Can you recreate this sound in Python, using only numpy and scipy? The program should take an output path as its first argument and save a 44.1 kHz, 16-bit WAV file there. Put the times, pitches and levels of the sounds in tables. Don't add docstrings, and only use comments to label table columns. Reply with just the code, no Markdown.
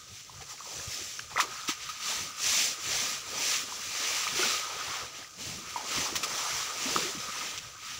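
import sys
import numpy as np
from scipy import signal
from scipy.fft import rfft, irfft, next_fast_len
from scipy.io import wavfile
from scipy.ndimage import uniform_filter1d, map_coordinates

SR = 44100
rng = np.random.default_rng(int(sys.argv[2]) if len(sys.argv) > 2 else 0)


def int16_out(signal):
    q = np.round(np.clip(np.atleast_2d(signal).T, -1, 1) * 32767)
    wavfile.write(sys.argv[1], SR, q.astype(np.int16))


N = 352711


def amp(db):
    return 10 ** (np.asarray(db) / 20)


def unit(x):
    return x / np.sqrt(np.mean(x ** 2) + 1e-20)


def wobble(rate_hz):
    knots = rng.standard_normal(int(N * rate_hz / SR) + 4)
    return map_coordinates(knots, [np.arange(N) * rate_hz / SR])


def filtered(x, response):
    size = next_fast_len(N + SR // 2)
    f_hz = np.fft.rfftfreq(size, 1 / SR)
    return irfft(rfft(x, size) * response(f_hz), size)[..., :N]


def coloured(x, spectrum):
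    f_hz, db = np.transpose(spectrum)

    def response(hz):
        return amp(np.interp(np.log(hz + 1), np.log(f_hz), db, -120, -120))

    return unit(filtered(x, response))


def noise(spectrum):
    return coloured(rng.standard_normal(N), spectrum)


def patter(spread_db, grain_s, patchy_db):
    z = signal.stft(rng.standard_normal(N), nperseg=512)[2]
    field = uniform_filter1d(rng.standard_normal(z.shape), 6, axis=0)
    field = uniform_filter1d(field, 8, axis=1)
    hiss = signal.istft(z * amp(patchy_db * unit(field)), nperseg=512)[1][:N]
    grain = np.arange(N) / SR / grain_s
    size = np.interp(grain, np.arange(N), rng.standard_normal(N))
    return hiss * amp(spread_db * size)


def bubbles(start_s, db, hz, cycles, climb, size):
    t = np.arange(size) / SR
    age = t * (hz / np.clip(cycles, .5, 40))[:, None]
    turns = hz[:, None] * t * (1 + climb[:, None] / 2 * np.minimum(age, 2))
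    shape = amp(-20 * age) * (1 - np.exp(-hz[:, None] * t / 0.53))
    shape = shape / shape.max(axis=1, keepdims=True)
    tones = amp(db)[:, None] * shape * np.sin(2 * np.pi * turns)
    at = np.round(start_s * SR).astype(int)[:, None] + np.arange(size)
    return np.bincount(at.ravel(), tones.ravel(), N + size)[:N]


def swarm(hz, octaves, cycles, spread_db, count, size):
    start_s = rng.random(count) * (N - 1) / SR
    pitch, level = rng.standard_normal((count, 2)).T
    pitch_hz = hz * 2 ** (octaves * pitch)
    lives, climb = np.full(count, cycles), np.full(count, .15)
    return unit(bubbles(start_s, spread_db * level, pitch_hz, lives, climb, size=size))


HOP = 64
EDGE_DROP_DB = 12


def swells(peak_s, rise_s, fall_s, square):
    late_s = np.arange(0, N + HOP, HOP) / SR - peak_s[:, None]
    width_s = np.where(late_s < 0, rise_s[:, None], fall_s[:, None])
    return amp(-2 * EDGE_DROP_DB * np.abs(late_s / width_s) ** square)


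def summed(db, humps, rest_db):
    power = amp(2 * db) @ humps + amp(2 * rest_db)
    return np.sqrt(np.interp(np.arange(N) / HOP, np.arange(len(power)), power))


# f/Hz, density/dB
MURMUR_BAND = [(20, 6), (100, -1), (300, -3), (700, -6), (1000, -19)]
MURMUR_DB = -86.5


def murmur():
    return amp(MURMUR_DB + 1.7 * wobble(15)) * noise(MURMUR_BAND)


# f/Hz, density/dB
HUM_BAND = [(12, -41), (20, 3), (103, 15), (143, 20), (247, -14), (490, 7), (700, -17), (910, -28),
            (1540, -120)]
HUM_DB = -83


def far_hum():
    return amp(HUM_DB) * noise(HUM_BAND)


# t/s, level/dB, rise and fall/s
GUSTS = [(0.12, -53, 0.028), (0.38, -55, 0.055), (0.79, -56, .03), (0.88, -51, 0.017), (1.02, -54, 0.018),
         (1.35, -59, 0.04), (2.2, -58, .04), (2.49, -56, 0.036), (2.94, -53, 0.076), (4.34, -55, 0.044),
         (4.9, -54.5, 0.024), (5.04, -58, 0.033), (5.5, -50.5, 0.089), (5.99, -46.5, 0.035),
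         (6.15, -54, .05), (6.32, -54.5, .03), (6.54, -53, 0.032), (6.95, -58, 0.11), (7.19, -57, 0.028),
         (7.67, -59, 0.028)]
# f/Hz, density/dB
PUFF_BAND = [(20, -13), (45, -11), (65, -2.5), (100, 0), (150, -1), (260, -26)]
BREEZE_DB = -63.5
GUST_SQUARE = 2.2


def breeze():
    peak_s, db, half_s = np.transpose(GUSTS)
    gusts = summed(db, swells(peak_s, half_s, half_s, GUST_SQUARE), -120)
    light_air = amp(BREEZE_DB) * amp(3.2 * wobble(12))
    return (gusts + light_air) * noise(PUFF_BAND)


# t/s, level/dB
WHISPER = [(0.0, -60), (0.09, -66), (0.82, -62.5), (1.31, -64), (1.51, -52.5), (1.76, -54.5), (3.54, -52.5),
           (3.78, -57), (4.32, -48), (4.88, -48.5), (5.14, -60.5), (5.41, -64), (5.59, -57.5),
           (6.39, -52.5), (7.42, -50), (7.57, -60), (7.77, -58.5), (8.0, -53.5)]
# f/Hz, density/dB
WHISPER_BAND = [(950, -15), (1130, -6.5), (1250, 2), (1370, -6.5), (1600, -5)]


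def whisper():
    t_s, db = np.transpose(WHISPER)
    course_db = np.interp(np.arange(N) / SR, t_s, db)
    flicker_db = 2.2 * wobble(30) + 1.3 * wobble(7)
    return amp(course_db + flicker_db) * noise(WHISPER_BAND)


# t/s, peak level/dB
TICKS = [(1.172, -31), (1.192, -24), (4.8064, -41), (5.2444, -39.5), (6.9614, -29), (7.5774, -31)]


def snaps():
    start_s, db = np.transpose(TICKS)
    one = np.ones(len(start_s))
    return bubbles(start_s, db, hz=5600 * one, cycles=8.2 * one, climb=0 * one, size=300)


# t/s, peak level/dB, f/Hz, life/cycles
PLOPS = [(0.296, -39.5, 970, 7), (0.349, -54, 133, 5.1), (0.407, -42.5, 750, 14), (0.42, -46, 440, 8.7),
         (0.424, -45, 760, 7.6), (0.539, -46, 794, 8), (0.579, -40, 2140, 8.7), (0.605, -37, 1095, 11),
         (0.615, -46, 1230, 16), (0.657, -43, 940, 9.8), (0.672, -47, 524, 7.8), (0.798, -36, 1590, 8.7),
         (0.875, -37, 96, 2), (0.972, -50, 540, 6), (0.988, -48, 350, 5.1), (1.013, -44, 355, 6.7),
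         (1.194, -28, 1540, 6.8), (1.195, -29, 2790, 7.3), (1.314, -41, 1240, 8), (1.315, -42, 800, 6.6),
         (1.357, -38, 493, 7.3), (1.36, -25.5, 1200, 7.3), (1.368, -22, 1960, 12), (1.376, -19, 1910, 10),
         (1.381, -18, 1130, 2.5), (1.386, -29.5, 705, 4.4), (1.392, -22, 1010, 13), (1.4, -14, 1830, 4.6),
         (1.429, -41, 300, 5.2), (1.448, -41, 380, 6.6), (1.488, -45, 376, 6), (1.596, -36.5, 1240, 8),
         (1.689, -30.5, 1220, 11), (1.69, -28, 290, 2.8), (1.891, -35, 1225, 29), (2.888, -43, 387, 11),
         (3.33, -40, 490, 8.5), (3.723, -33, 960, 9.9), (4.268, -25.5, 1170, 5.9), (4.277, -23, 2200, 8.7),
         (4.359, -36, 390, 5.3), (4.392, -28.5, 360, 13.5), (4.394, -26, 1170, 3.9),
         (4.428, -31.5, 377, 6.7), (4.431, -25, 1420, 27), (4.457, -37, 222, 5.2), (4.81, -32.5, 1370, 8),
         (5.226, -41, 1640, 9), (5.246, -37, 1890, 7.8), (5.76, -24, 932, 15), (5.779, -32, 875, 8.2),
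         (5.795, -36, 810, 8), (5.808, -36, 840, 11), (5.982, -32.5, 250, 3.5), (6.097, -36, 800, 8),
         (6.125, -33.5, 322, 3.2), (6.157, -38.5, 2200, 8), (6.234, -29.5, 1230, 10),
         (6.238, -33, 2600, 12), (6.856, -33, 253, 10), (6.908, -38, 320, 4.5), (6.935, -40, 420, 6),
         (6.889, -37, 575, 6.9), (6.956, -27, 337, 3.7), (6.962, -15.5, 1190, 4.2), (6.968, -36.5, 170, 4),
         (6.984, -32, 465, 4.7), (7.01, -35, 468, 6), (7.022, -43, 165, 3.9), (7.03, -38, 397, 8.8),
         (7.049, -35, 350, 15), (7.09, -39.5, 390, 10), (7.149, -37, 290, 4.1), (7.172, -38, 190, 3.5),
         (7.285, -44, 198, 2.9), (7.291, -42, 482, 4.7)]
PLOP_CLIMB = 0.077


def plops():
    start_s, db, hz, cycles = np.transpose(PLOPS)
    return bubbles(start_s, db, hz, cycles, np.full(len(PLOPS), PLOP_CLIMB), size=5000)


# peak t/s, fizz level/dB, rise/s, fall/s, squareness (2 = bell, more = flat top),
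# coarse drops/dB over fizz, brightness/dB, slosh level/dB, deep slosh level/dB
SURGES = [(0.18, -48, .11, .05, 2.4, -15, 2, -83, -73), (0.41, -54, 0.16, 0.46, 2.4, -7.5, 5, -72, -72),
          (0.51, -44, 0.028, .04, 2.4, -11, 2, -60, -69), (0.8, -42, .24, 0.24, 2.2, -11.5, 5.5, -58, -68),
          (0.93, -39.5, .048, 0.35, 2.3, -16.5, 3, -60.5, -67),
          (1.32, -45.5, 0.025, 0.34, 3.4, -4, -3, -60, -70),
          (1.53, -44, .036, 0.34, 2.4, -10.5, -3, -72, -66),
          (1.83, -43.5, 0.048, .48, 2.7, -16, -6, -78, -73),
          (2.11, -32.5, .11, .2, 2, -14.5, 0, -53.5, -57),
          (2.56, -27, .17, 0.18, 3.2, -18.5, 2, -51.5, -55),
          (2.98, -30.5, 0.19, 0.24, 2.07, -16, -0.5, -49, -57),
          (3.32, -40, 0.072, 0.16, 2.8, -8.5, 1.5, -51, -57),
          (3.519, -28.5, 0.17, 0.12, 2.24, -19, -0.5, -50, -58.5),
          (3.83, -40.5, 0.32, .087, 2.4, -11, 2, -58, -65),
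          (4.13, -31.5, .29, .31, 2.3, -13.5, -2, -52, -65),
          (4.42, -29, 0.097, 0.25, 2.35, -16.5, -3, -47.5, -56.5),
          (4.95, -37, 0.37, .16, 2.1, -8, -5.5, -52, -65), (5.17, -45, 0.047, .1, 2.4, -10.5, -5, -57, -69),
          (5.43, -39, 0.053, 0.25, 2.06, -14, 0, -52.5, -49.5),
          (5.7, -43.5, 0.059, 0.62, 3.2, -13, -3.5, -56.5, -58.5),
          (5.98, -32, .13, 0.16, 1.7, -9, -0.6, -47.5, -51),
          (6.38, -41.5, 0.44, 0.038, 2.2, -5.5, 2.5, -50.5, -59),
          (6.51, -34, 0.29, 0.28, 2.55, -7, -1, -53, -63),
          (6.92, -32, .19, .27, 2.6, -11.5, -1.5, -46, -53),
          (7.22, -40.5, 0.047, 0.28, 2.9, -8.5, 0, -55.5, -66),
          (7.43, -37.5, 0.17, .24, 1.7, -12, -4, -54, -61.5), (7.9, -41, 0.11, .25, 2, -15, -6, -64, -67)]
# fizz level/dB, coarse drops/dB over fizz, brightness/dB,
# slosh level/dB, deep slosh level/dB
TRICKLE = (-51.5, -21, 2.5, -67.5, -75)
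MIST_DB, MIST_PER_BRIGHT = -14.5, 0.24


def blend(fizz_db, coarse_db, bright_db, slosh_db, deep_db):
    mist_db = fizz_db + MIST_DB + MIST_PER_BRIGHT * bright_db
    low_db, high_db = fizz_db - bright_db / 2, fizz_db + bright_db / 2
    return [low_db, high_db, mist_db, fizz_db + coarse_db, slosh_db, deep_db]


def surges():
    peak_s, fizz_db, rise_s, fall_s, square, *colour = np.transpose(SURGES)
    humps = swells(peak_s, rise_s, fall_s, square[:, None])
    levels = zip(blend(fizz_db, *colour), blend(*TRICKLE))
    return [summed(db, humps, rest_db) for db, rest_db in levels]


# f/Hz, density/dB
BODY_BAND = [(90, -22), (170, -4.5), (300, -1.5), (500, 6), (800, 0.5), (1300, -23)]


def slosh():
    pockets = swarm(hz=380, octaves=.45, cycles=7.5, spread_db=2.2, count=900, size=1800)
    water = coloured(patter(spread_db=2.5, grain_s=0.008, patchy_db=1.5), BODY_BAND)
    churn = water + amp(-6) * pockets
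    deep = filtered(churn, lambda hz: 1 / (1 + (hz / 290) ** 8))
    middle_gain, deep_gain = surges()[-2:]
    middle = unit((churn - deep) * amp(2.34 * wobble(11)))
    bottom = unit(deep * amp(2.8 * wobble(9)))
    return middle_gain * middle + deep_gain * bottom


# t/s, peak
# level/dB, rise/s, t60/s, coarse drops/dB over fizz, mist/dB over fizz
SPLASHES = [(0.408, -41.5, 0.0024, 0.06, -10, -18), (1.192, -51, 0.0027, 0.064, -15, -14),
            (1.377, -29, .003, 0.069, -2, -18), (1.399, -18, 0.003, 0.077, -11, -13.5),
            (1.675, -20.5, 0.011, 0.14, -17, -15.5), (1.82, -37, 0.004, 0.033, -22, -28),
            (1.889, -37, 0.0043, 0.06, -11, -16), (4.2744, -39, .003, 0.03, -12, -22),
            (5.69, -43, 0.0052, 0.072, -23, -11), (5.7623, -39, .004, 0.059, -18, -14),
            (6.1544, -20.5, 0.0012, 0.05, -16, -12.5), (6.231, -22.5, .0015, 0.045, -22, -13),
            (6.2954, -46, 0.0037, 0.049, -10, -20), (6.9644, -41, .003, 0.055, 4, -16),
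            (7.576, -31.5, 0.00089, 0.0098, -20, -22)]
SPLASH_HOLD_S = 0.013


def splashes():
    t = np.arange(SR // 2) / SR
    gains = np.zeros((3, N + SR))
    for start_s, peak_db, rise_s, t60_s, coarse_db, mist_db in SPLASHES:
        rms_db = peak_db - 10
        decay_s = np.clip(t - rise_s - SPLASH_HOLD_S, 0, 1)
        burst = amp(rms_db - 60 * decay_s / max(t60_s, .005))
        burst = burst * np.clip(t / max(rise_s, .001), 0, 1)
        at = round(start_s * SR)
        gains[:, at:at + len(t)] += amp([[0], [coarse_db], [mist_db]]) * burst
    return gains[:, :N]


def pops():
    return swarm(hz=5500, octaves=.35, cycles=3.5, spread_db=3.5, count=12000, size=100)


# f/Hz, density/dB
FIZZ_BAND = [(900, -36), (1700, -6.5), (2400, -1.5), (4300, -3.5), (5200, -1.5), (6200, 1.5), (6700, -5),
             (7200, -1), (8300, -17), (10000, -25.5)]
DROPS_BAND = [(400, -11), (750, -2.5), (1000, 3), (1500, -2.5), (2200, -3.5)]
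MIST_BAND = [(7000, -16), (8500, -6), (11400, -2.5), (11900, -9.5), (14200, -7.5), (14900, 0),
             (16000, -3.5)]
SPLASH_BRIGHT_DB = -5


def spray():
    low, high, fine, coarse = surges()[:4] * amp(0.37 * wobble(16))
    flap, flap_coarse, flap_fine = splashes()

    water = patter(spread_db=1.0, grain_s=0.0013, patchy_db=0.98) + amp(-13.5) * pops()
    fizz = coloured(water, FIZZ_BAND)
    upper = filtered(fizz, lambda hz: hz ** 4 / (hz ** 4 + 4200 ** 4))
    lower = fizz - upper
    tilt = amp(SPLASH_BRIGHT_DB / 2)
    fizz = upper * (high + flap * tilt) + lower * (low + flap / tilt)
    mist = coloured(water, MIST_BAND) * (fine + flap_fine)

    small = swarm(hz=1313, octaves=0.513, cycles=4.8, spread_db=1.5, count=2500, size=500)
    drops = coloured(patter(spread_db=2.0, grain_s=0.0055, patchy_db=5.0), DROPS_BAND)
    drops = drops + amp(-3) * small
    flap_drops = filtered(drops, lambda hz: 1 / (1 + (800 / (hz + 1)) ** 4))
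    return fizz + mist + coarse * unit(drops) + flap_coarse * unit(flap_drops)


def scene():
    mono = far_hum() + breeze() + whisper() + snaps() + plops() + slosh() + spray()
    apart = murmur()
    return np.array([mono + apart, mono - apart])


HOLLOW_HZ, HOLLOW_WIDTH_HZ, HOLLOW_DB = 1250, 110, -1
TOP_HZ = 15750


def record(dry):
    def response(hz):
        ring = 1j * hz * HOLLOW_WIDTH_HZ
        resonance = ring / (HOLLOW_HZ ** 2 - hz ** 2 + ring)
        return (1 + amp(HOLLOW_DB) * resonance) * (hz < TOP_HZ)

    return filtered(dry, response)


dry = scene()
out = record(dry)
int16_out(out)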